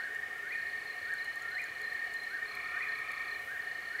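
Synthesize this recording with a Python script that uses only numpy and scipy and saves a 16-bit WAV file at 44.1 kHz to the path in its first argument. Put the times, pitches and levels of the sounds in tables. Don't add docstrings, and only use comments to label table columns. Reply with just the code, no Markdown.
import sys
import numpy as np
from scipy import signal
from scipy.fft import rfft, irfft
from scipy.io import wavfile
from scipy.ndimage import uniform_filter1d

SR = 44100
rng = np.random.default_rng(int(sys.argv[2]) if len(sys.argv) > 2 else 0)


def put_to_file(sound):
    columns = np.atleast_2d(sound).T
    safe = np.clip(columns, -1, 1)
    whole_steps = np.round(safe * 32767)
    wavfile.write(sys.argv[1], SR, whole_steps.astype(np.int16))


N = 176400
T = np.arange(N) / SR
HZ = np.fft.rfftfreq(N, 1 / SR)


def undb(db):
    return 10 ** (np.asarray(db) / 20)


def unit(x):
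    return x / np.sqrt(np.mean(x ** 2) + 1e-18)


def walk(cutoff_hz):
    lowpass = np.exp(-np.minimum(HZ / cutoff_hz, 20) ** 2)
    return unit(irfft(rfft(rng.standard_normal(N)) * lowpass, N))


def resonate(x, hz, width, order=1):
    return irfft(rfft(x) / (1 + 1j * (HZ ** 2 - hz ** 2) / (np.maximum(HZ, 1) * width)) ** order, N)


def noise_band(hz, width):
    return unit(resonate(rng.standard_normal(N), hz, width, order=2))


def wood(x, wet_db, early_s=0.045, late_db=-3.5, t60_s=1.9):
    t = T[:N // 3]
    decay = np.exp(-t / early_s) + undb(late_db) * np.exp(-np.log(1000) * t / t60_s)
    response = unit(rng.standard_normal(len(t)) * decay) / np.sqrt(len(t))
    lead_in = np.concatenate([x[len(t) - 1:0:-1], x])
    wet = signal.fftconvolve(lead_in, response, "valid")
    return (x + undb(wet_db) * wet) / np.hypot(1, undb(wet_db))


def pulsing(rate, duty, unsteady=0.01135):
    cycle = (np.cumsum(rate * (1 + unsteady * walk(3.02))) / SR + rng.random()) % 1
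    place = np.minimum(cycle / duty, 1) - .5
    return np.cos(np.pi * place), place


def turn(hz):
    return 2 * np.pi * np.cumsum(hz) / SR


def toads(depth=0.99, drift_hz=1.98, swell_db=1.5):
    # pitch in Hz, pulses per second, level in dB.
    trills = [(1826, 25.5, -43.5), (1837, 40, -45), (1871, 29.5, -50.5), (1659, 34, -58.5),
              (1740, 70, -60.5)]
    out = 0
    for hz, rate, db in trills:
        pulse, _ = pulsing(rate, duty=0.94)
        throb = 1 - depth * (1 - pulse)
        voice = throb * np.sin(turn(hz + drift_hz * walk(2.884)))
        out += undb(db) * unit(wood(voice, wet_db=-6))
    return out * undb(swell_db * walk(7.5))


def treefrogs(sweep_hz=439, rough_hz=27.48, fade_s=0.18):
    # start and end in seconds, pitch in Hz, pulses per second, level in dB.
    trills = [(-.2, 0.51, 1187, 38, -72), (0.557, 1.37, 1149, 32, -57), (1.53, 2.24, 1133, 25.6, -54),
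              (2.365, 3.43, 1185, 33.6, -44.5), (3.294, 4.2, 1165, 42, -59)]
    # centre and width in Hz, gain in dB.
    throat = [(1320, 660, -6), (2285, 280, 3.5), (3460, 510, -18.5)]
    out = 0
    for start, end, hz, rate, db in trills:
        pulse, place = pulsing(rate, duty=.6)
        phase = turn(hz + sweep_hz * place + rough_hz * walk(58.5))
        voice = sum(undb(gain_db) * resonate(pulse * np.sin(k * phase), centre, width, order=2)
                    for k, (centre, width, gain_db) in enumerate(throat, 1))
        fade = np.clip(np.minimum(T - start, end - T) / fade_s, 0, 1)
        out += undb(db) * unit(voice) * fade
    return wood(out, wet_db=2.5)


def far_chorus(throb_db=1):
    # centre and nominal width in Hz, level in dB, throb cutoff in Hz.
    bands = [(417.2, 33.4, -65.5, 9.3), (724.6, 63, -61, 21), (808, 34, -71.5, 12), (2120, 106, -57, 40),
             (2203, 100, -57, 19), (2488, 52, -71.5, 30), (2930, 140, -65.5, 39)]
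    return sum(undb(db) * unit(noise_band(hz, 1.42 * width) * undb(throb_db * walk(throb_hz)))
               for hz, width, db, throb_hz in bands)


def air(level_db=-52):
    # frequency in Hz, relative spectral density in dB.
    spectrum = [(20, -17), (45, -8), (75, 1.5), (120, 0.5), (190, -3.5), (330, 0), (520, 3.5), (680, -0.5),
                (930, -3.5), (1200, 7), (1650, 1.5), (2300, 7.5), (2700, -1.5), (3600, -4), (5000, -10),
                (8000, -13), (12500, -14.5), (15700, -20)]
    hz, db = np.array(spectrum).T
    colour = undb(np.interp(np.log(HZ + 1), np.log(hz), db))
    return undb(level_db) * unit(irfft(rfft(rng.standard_normal(N)) * colour, N))


def whistle(phrase, at, quaver=0.0112):
    times, hz, db = np.array(phrase).T
    pitch = uniform_filter1d(np.interp(T - at, times, hz), size=300) * (1 + quaver * walk(122))
    envelope = uniform_filter1d(np.interp(T - at, times, undb(db), left=0, right=0), size=200)
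    return envelope * np.sin(turn(pitch))


def whippoorwill():
    # time of the top note in seconds, level in dB, relative gain of the slur in dB.
    calls = [(.535, -35.5, -25), (1.603, -34, -21.5), (2.833, -34.5, -23), (4.015, -35, -28)]
    # seconds from the top note, pitch in Hz, relative level in dB.
    whip = [(-.55, 1283, -26), (-.525, 1448, -9.5), (-.497, 1640, -4.5), (-.474, 1657, -1.5),
            (-.455, 1500, -10), (-.443, 1410, -38)]
    poor = [(-.24, 1170, 7), (-.205, 1218, -12), (-.172, 1410, 10.5), (-.13, 1370, 6), (-.095, 1400, 0)]
    will = [(-.11, 1368, -16), (-.068, 1510, -6.5), (-.04, 1775, -4), (-.018, 2066, 0.5),
            (-.006, 2448, -1.5), (.005, 2466, -4), (.02, 1930, -5), (.06, 1640, -7.5), (.08, 1486, -26)]
    out = 0
    for at, db, slur_db in calls:
        out += undb(db) * (whistle(whip, at) + undb(slur_db) * whistle(poor, at) + whistle(will, at))
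    return wood(out, wet_db=-2.5)


def glide(at, length_s, hz, rise_hz):
    out, place = np.zeros(N), (T - at) / length_s
    on = np.abs(place) < .5
    out[on] = np.cos(np.pi * place[on]) ** 2 * np.sin(turn(hz + rise_hz * place[on]))
    return out


def cricket(chirps, hz, fall_hz, pulse_s, period_s, wet_db, scatter_db=-0.1, scatter_hz=30):
    out = 0
    for at, pulses, db in chirps:
        for k, (size, detune) in enumerate(rng.standard_normal((pulses, 2))):
            stroke = glide(at + k * period_s, pulse_s, hz + scatter_hz * detune, -fall_hz)
            out += undb(db + scatter_db * size) * stroke
    return wood(out, wet_db)


def crickets():
    # centre of a chirp's first pulse in seconds, number of pulses, level in dB.
    near_chirps = [(.008, 2, -51.5), (.494, 5, -51.5), (.67, 3, -49.5), (.776, 6, -51.5), (.992, 4, -49.5),
                   (1.121, 5, -50.5), (1.301, 5, -51.5), (1.488, 4, -51.5), (1.634, 3, -50),
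                   (1.754, 4, -50), (1.903, 4, -51.5), (2.044, 4, -50.5), (2.246, 5, -51.5),
                   (2.46, 4, -49.5), (2.616, 4, -50.5), (2.761, 3, -51), (2.892, 4, -51.5),
                   (3.088, 4, -49.5), (3.22, 5, -50), (3.623, 6, -51), (3.827, 3, -49.5), (3.93, 3, -50)]
    second_chirps = [(.88, 2, -48.5), (1.192, 3, -46.5), (1.52, 3, -46), (1.837, 3, -47.5),
                     (2.171, 3, -45.5), (2.483, 3, -48), (2.89, 3, -47.5), (3.285, 3, -48)]
    near = cricket(near_chirps, hz=4274, fall_hz=757, pulse_s=.019, period_s=.0315, wet_db=-6)
    second = cricket(second_chirps, hz=4155, fall_hz=131, pulse_s=.023, period_s=.0335, wet_db=-5)
    return near + second


def ticks(decay_s=0.0015, crack_db=-7.5):
    # start in seconds, level in dB, extra gain of the lowest mode in dB.
    scrapes = [(0.1483, -54, 6), (0.38, -59, -5), (1.137, -50, 2.5), (1.245, -52, 2), (1.3578, -53.5, 5.5),
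               (1.4218, -56, 7), (1.6167, -58, -12), (1.6397, -52.5, 6.5), (1.8161, -55.5, 7),
               (1.9335, -56, -10), (2.139, -54.5, 9), (2.235, -54, -10), (2.552, -51.5, -20),
               (2.9876, -56, -12), (3.1177, -55.5, 8.5)]
    # centre and width in Hz, relative level in dB.
    modes = [(6970, 880, -8.5), (9650, 500, -7.5), (11700, 2200, -5)]
    low, *upper = [undb(db) * noise_band(hz, width) for hz, width, db in modes]
    high = sum(upper) + undb(crack_db) * noise_band(hz=8500, width=8000)
    out = 0
    for at, db, low_db in scrapes:
        age = np.clip((T - at) / decay_s, 0, 20)
        envelope = np.sqrt(age) * np.exp(1 - age)
        out += undb(db) * envelope * (high + undb(low_db) * low)
    return out


def peepers():
    # centre in seconds, level in dB.
    peeps = [(.58, -68), (1.23, -60), (2.08, -60), (2.72, -60), (3.68, -60)]
    whistles = sum(undb(db) * glide(at, length_s=0.3, hz=2890, rise_hz=328) for at, db in peeps)
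    return wood(whistles, wet_db=-3)


def rustle(peak_s=3.48, spread_s=.2, level_db=-66):
    envelope = np.exp(-((T - peak_s) / spread_s) ** 2)
    return undb(level_db) * noise_band(hz=12000, width=11000) * envelope


def scene():
    voices = crickets() + toads() + treefrogs() + peepers() + whippoorwill()
    return (voices + ticks() + far_chorus() + air() + rustle())[None]


def record(dry, top_hz=15750):
    return signal.sosfilt(signal.ellip(12, .1, 80, top_hz, fs=SR, output="sos"), dry)


dry = scene()
out = record(dry)
put_to_file(out)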